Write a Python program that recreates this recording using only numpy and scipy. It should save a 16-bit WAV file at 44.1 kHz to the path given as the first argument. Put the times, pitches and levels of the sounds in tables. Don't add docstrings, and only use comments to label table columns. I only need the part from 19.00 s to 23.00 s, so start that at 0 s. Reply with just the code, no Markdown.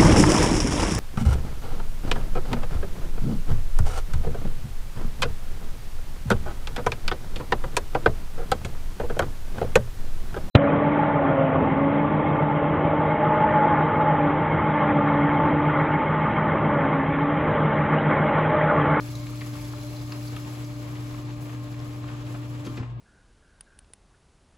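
import sys
import numpy as np
from scipy import signal
from scipy.fft import rfft, irfft
from scipy.io import wavfile

SR = 44100
rng = np.random.default_rng(int(sys.argv[2]) if len(sys.argv) > 2 else 0)


def bounce(signal):
    frames = np.transpose(np.atleast_2d(signal))
    limited = np.clip(frames, -1, 1)
    pcm = np.round(limited * 32767).astype(np.int16)
    wavfile.write(sys.argv[1], SR, pcm)


N = 176400
TIME_S = np.arange(N) / SR
BINS_HZ = np.arange(N // 2 + 1) * SR / N


def from_db(db):
    return 10 ** (np.asarray(db) / 20)


def rms_one(x):
    return x / np.sqrt(np.mean(x ** 2) + 1e-20)


def over_bins(points):
    hz, value = np.transpose(points)
    return np.interp(np.log(BINS_HZ + 1), np.log(hz), value)


def over_time(points):
    return np.interp(TIME_S, *np.transpose(points))


def drift(rate_hz):
    lowpass = (BINS_HZ > 0) / (1 + (BINS_HZ / rate_hz) ** 2)
    return rms_one(irfft(rfft(rng.standard_normal(N)) * lowpass, N))


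def band(x, centre_hz, width_oct):
    edge_ratio = 2 ** (np.clip(width_oct, .2, 4) / 2)
    low_hz, high_hz = centre_hz / edge_ratio, min(centre_hz * edge_ratio, .45 * SR)
    sos = signal.butter(2, [low_hz, high_hz], "band", fs=SR, output="sos")
    return signal.sosfilt(sos, x + 1e-18) * np.sqrt(SR / 2 / (high_hz - low_hz))


# freq_hz, coherence
COHERENCE = [(60, 0.89), (320, 1), (550, -0.013), (800, 0.15), (1500, 0.48), (2000, -0.13), (2800, 0.47),
             (4300, 0.12), (5600, 0.048), (6400, 0.28), (7100, 0.75), (8400, 1)]

def stereo_noise(bin_gain):
    mid, side = rfft(rng.standard_normal((2, N)))
    coherence = np.clip(over_bins(COHERENCE), -1, 1)
    spectrum = np.sqrt(1 + coherence) * mid + np.sqrt(1 - coherence) * side * [[1], [-1]]
    return rms_one(irfft(bin_gain * spectrum, N))


def resonant_noise(centre_hz, half_width_hz):
    return stereo_noise(1 / (1 + ((BINS_HZ - centre_hz) / half_width_hz) ** 2))


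def rush(spectrum, flicker_db, flicker_hz):
    return stereo_noise(from_db(over_bins(spectrum))) * from_db(flicker_db * drift(flicker_hz))


def office(direct, t60_s=0.5, wet_db=-4.5):
    tail = stereo_noise(1) * from_db(-60 * TIME_S / t60_s)
    tail /= np.sqrt(np.sum(tail ** 2) / 2)
    return direct + from_db(wet_db) * signal.fftconvolve(direct[None], tail, axes=1)[:, :N]


def mains_hum(pitch_hz=119.9, level_db=-35.5, waver_db=.5):
    amplitude = np.sqrt(2) * from_db(level_db + waver_db * drift(1.8))
    return amplitude * np.sin(2 * np.pi * pitch_hz * TIME_S)


# pitch_hz, level_db
FAN_WHINES = [(1064, -60.5), (1226, -68), (1249, -69), (1635, -70)]
# freq_hz, relative_db
FAN_SPECTRUM = [(22, -35), (33, -17), (42, -8), (54, 7.5), (66, -1), (95, 1), (140, 4.5), (175, -5.5),
                (260, -6.5), (450, -16), (700, -15.5), (1150, -21), (1500, -31), (2600, -27.5),
                (4000, -35.5), (7000, -56), (15000, -67)]

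def fans(air_db=-43):
    whines = sum(from_db(db) * resonant_noise(hz, half_width_hz=2.3) for hz, db in FAN_WHINES)
    return whines + from_db(air_db) * rush(FAN_SPECTRUM, flicker_db=1.5, flicker_hz=17)


# freq_hz, relative_db
ROLLER_SPECTRUM = [(120, -20), (210, -13.5), (260, -0.5), (335, 0), (410, -5.5), (490, -2.5), (560, -11.5),
                   (800, -8), (1150, -9.5), (1450, -13), (1800, -13), (2200, -16), (3000, -16),
                   (5000, -25.5), (8000, -27), (15000, -54)]
# time_s, relative_db
ROLLER_ENVELOPE = [(0.0, -5), (0.4, -0.5), (2.1, 0.4), (2.9, -1.5), (3.5, 1)]

def rollers(level_db=-48):
    rumble = rush(ROLLER_SPECTRUM, flicker_db=2.0, flicker_hz=13)
    return from_db(level_db + over_time(ROLLER_ENVELOPE)) * rumble


# harmonic, start_db, slope_db_per_s, waver_db
MOTOR_PARTIALS = [(1, -40.5, -0.23, -0.26), (2, -53.5, -0.87, 3.2), (3, -71, 0, -5), (4, -66.5, 0.5, 4.5),
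                  (8, -68.5, -1, 3)]

def feed_motor(step_hz=297.1, flutter_ratio=0.0028):
    phase = 2 * np.pi * np.cumsum(step_hz * (1 + flutter_ratio * drift(7.5))) / SR
    tone = 0
    for harmonic, start_db, slope_db_per_s, waver_db in MOTOR_PARTIALS:
        amplitude = np.sqrt(2) * from_db(start_db + slope_db_per_s * TIME_S + waver_db * drift(17))
        tone += amplitude * np.sin(harmonic * phase + rng.uniform(0, 2 * np.pi))
    return tone


# pitch_hz, relative_db, t60_s
HOUSING_MODES = [(214, -4, .13), (259.8, 0, 0.14), (339, 0, 0.087), (442, -7.5, 0.096)]
# start_s, level_db
KNOCKS = [(3.665, -29), (3.692, -38), (3.778, -29), (3.806, -32.5)]

def housing_thumps(attack_s=0.0026):
    def ring(start_s, level_db, pitch_hz, t60_s):
        age_s = np.maximum(TIME_S - start_s, 0)
        decay = from_db(level_db - 60 * np.minimum(age_s / t60_s, 2))
        return decay * (1 - np.exp(-age_s / attack_s)) * np.sin(2 * np.pi * pitch_hz * age_s)

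    knocks = sum(ring(start_s, level_db + mode_db + rng.normal(0, 1), pitch_hz, t60_s)
                 for start_s, level_db in KNOCKS for pitch_hz, mode_db, t60_s in HOUSING_MODES)
    return knocks + ring(start_s=3.802, level_db=-20.5, pitch_hz=97.5, t60_s=0.058)


# freq_hz, relative_db
HISS_SPECTRUM = [(700, -15), (1200, 0), (1700, -2.5), (2200, -4.5), (2900, -4), (3500, 2), (3800, -7.5),
                 (4900, 2), (5600, -0.5), (6400, -2.5), (7600, -2), (9000, -1), (11000, -4.5),
                 (13000, -3.5), (15500, -9.5)]
# delay_ms, gain_db
HISS_REFLECTIONS = [(1.9, -29), (4.6, -25)]
# centre_hz, half_width_hz, relative_db
SHEET_RESONANCES = [(2200, 98, -10.5), (4136, 300, -9.5), (6320, 170, -15)]
# time_s, relative_db
SLIDE_ENVELOPE = [(0.0, -52), (0.96, -53), (1.26, -52.5), (1.88, -55.5), (2.18, -57.5), (3.62, -61)]

def paper_slide(gain_db=2, waver_db=2.0, grain_db=1.1, grain_hz=70):
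    hiss = rush(HISS_SPECTRUM, flicker_db=1.42, flicker_hz=11) * from_db(grain_db * drift(grain_hz))
    echoes = sum(from_db(db) * np.roll(hiss, int(ms * SR / 1000), axis=1) for ms, db in HISS_REFLECTIONS)
    rings = sum(from_db(db + waver_db * drift(8.2)) * resonant_noise(centre_hz, half_width_hz)
                for centre_hz, half_width_hz, db in SHEET_RESONANCES)
    return from_db(gain_db + over_time(SLIDE_ENVELOPE)) * (rms_one(hiss + echoes) + rings)


# centre_hz, start_db
CRINKLE_BANDS = [(1100, -61), (2250, -62), (4200, -61)]

def paper_crinkles(rate_per_s=45, spread_db=3.5, decay_s=.004, width_oct=0.72, slope_db_per_s=-2.3):
    out, pole = 0, np.exp(-1 / (decay_s * SR))
    for centre_hz, start_db in CRINKLE_BANDS:
        sizes = from_db(spread_db * np.minimum(rng.exponential(1, N), 3))
        onsets = rng.random(N) < rate_per_s / SR
        power = signal.lfilter([1], [1, -pole ** 2], sizes ** 2 * onsets + 1e-18)
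        bursts = np.sqrt(power) * rng.standard_normal(N)
        out += from_db(start_db) * rms_one(band(bursts, centre_hz, width_oct))
    return out * from_db(slope_db_per_s * TIME_S)


# start_s, level_db, centre_hz, decay_s, width_oct
BUCKLE_TICKS = [(0.153, -40, 3950, 0.0034, .25), (0.153, -43.5, 6400, .004, 0.48),
                (0.268, -39.5, 2400, 0.0033, 1.2), (0.408, -40.5, 3700, .006, .7),
                (0.409, -38, 2150, .009, 0.28), (0.415, -36, 1400, 0.0065, 1.2),
                (0.733, -40.5, 1110, 0.008, 0.61), (0.961, -45, 4400, .006, .3),
                (1.121, -34.5, 4540, 0.0026, .35), (1.120, -39.5, 1900, .007, 1.4),
                (1.121, -39.5, 1080, 0.012, .45), (1.274, -45, 4530, .0053, .2),
                (1.363, -41.5, 3150, 0.0049, .6), (1.364, -40, 1250, .011, 1.3),
                (1.363, -47, 9500, .004, 1), (1.645, -49.5, 6000, .008, .3), (1.952, -45, 1600, 0.017, 1.9),
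                (2.145, -43, 900, .004, 1), (2.494, -45, 1900, 0.0058, 1), (2.742, -46, 1900, 0.0057, 0.59),
                (2.791, -49, 3000, .0046, 2), (3.041, -40, 950, 0.0045, 1.5),
                (3.265, -46, 2900, 0.0037, 1.2)]
# start_s, level_db, centre_hz, decay_s, width_oct
EDGE_SLAPS = [(2.405, -51, 8460, .05, 1.6), (3.082, -42, 2300, .009, .9), (3.087, -35.5, 1000, .008, 1.3),
              (3.109, -39, 1000, .009, 1.7), (3.341, -37, 1020, .013, 1.2), (3.344, -41.5, 2400, .008, .7),
              (3.647, -40.5, 2600, 0.011, 3.1), (3.658, -41, 6000, 0.008, 1.5),
              (3.665, -35.5, 2400, 0.0072, 1.1), (3.668, -34, 1170, 0.0068, 0.51),
              (3.693, -50, 3000, 0.0082, 1.5), (3.755, -49.5, 5450, 0.012, 1.3),
              (3.768, -38, 900, 0.017, 2), (3.771, -33.5, 2050, .0065, 0.78), (3.769, -48, 4200, .02, 0.76),
              (3.794, -41, 750, .015, 2), (3.825, -38.5, 850, 0.015, 1.3), (3.824, -43, 2370, 0.0076, 0.54)]

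def paper_bursts(events, attack_s):
    out, count = np.zeros(N + SR), SR // 5
    age_s = TIME_S[:count]
    for start_s, level_db, centre_hz, decay_s, width_oct in events:
        burst = rng.standard_normal(count) * (1 - np.exp(-age_s / attack_s)) * np.exp(-age_s / decay_s)
        start = int(start_s * SR)
        out[start:start + count] += from_db(level_db) * band(burst, centre_hz, width_oct)
    return out[:N]


def feed_gate(t60_s, stop_s=3.78):
    return from_db(-60 * np.maximum(TIME_S - stop_s, 0) / t60_s)


def scene():
    slow_stop, fast_stop = feed_gate(t60_s=0.52), feed_gate(t60_s=0.071)
    feed = slow_stop * rollers() + fast_stop * (feed_motor() + paper_slide())
    ticks = paper_bursts(BUCKLE_TICKS, attack_s=.0004)
    slaps = paper_bursts(EDGE_SLAPS, attack_s=0.0043)
    sheet = ticks + slaps + fast_stop * paper_crinkles()
    return mains_hum() + fans() + feed + housing_thumps() + office(sheet)


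# freq_hz, left_minus_right_db
STEREO_BALANCE = [(60, 1.2), (200, 1.5), (380, 1), (620, 4.6), (1290, 3), (2400, 2), (4400, 1), (8000, 0)]
# freq_hz, left_lead_rad
STEREO_PHASE = [(0, 0), (80, -.33), (300, -.22), (600, -.35), (1000, -.5), (1500, -1.8), (2400, -.5),
                (3000, -1), (4000, 0), (7400, 0), (8000, 1.3), (8400, 3.14), (9600, 3.14), (10400, 0),
                (11600, 0), (12200, 1.3), (12550, 3.14), (13700, 3.14), (14500, 0)]

def record(dry):
    sides, cutoff_hz = np.array([[1], [-1]]), 15800
    gain = from_db(sides * over_bins(STEREO_BALANCE) / 2)
    phase_rad = sides * np.interp(BINS_HZ, *np.transpose(STEREO_PHASE)) / 2
    impulse = irfft(gain * np.exp(1j * phase_rad), N)
    taps = np.roll(impulse, 256, axis=1)[:, :513] * signal.windows.hann(513)
    heard = signal.fftconvolve(dry, taps, mode="same", axes=1)
    return signal.sosfilt(signal.ellip(10, .1, 80, cutoff_hz, fs=SR, output="sos"), heard)


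dry = scene()
out = record(dry)
bounce(out)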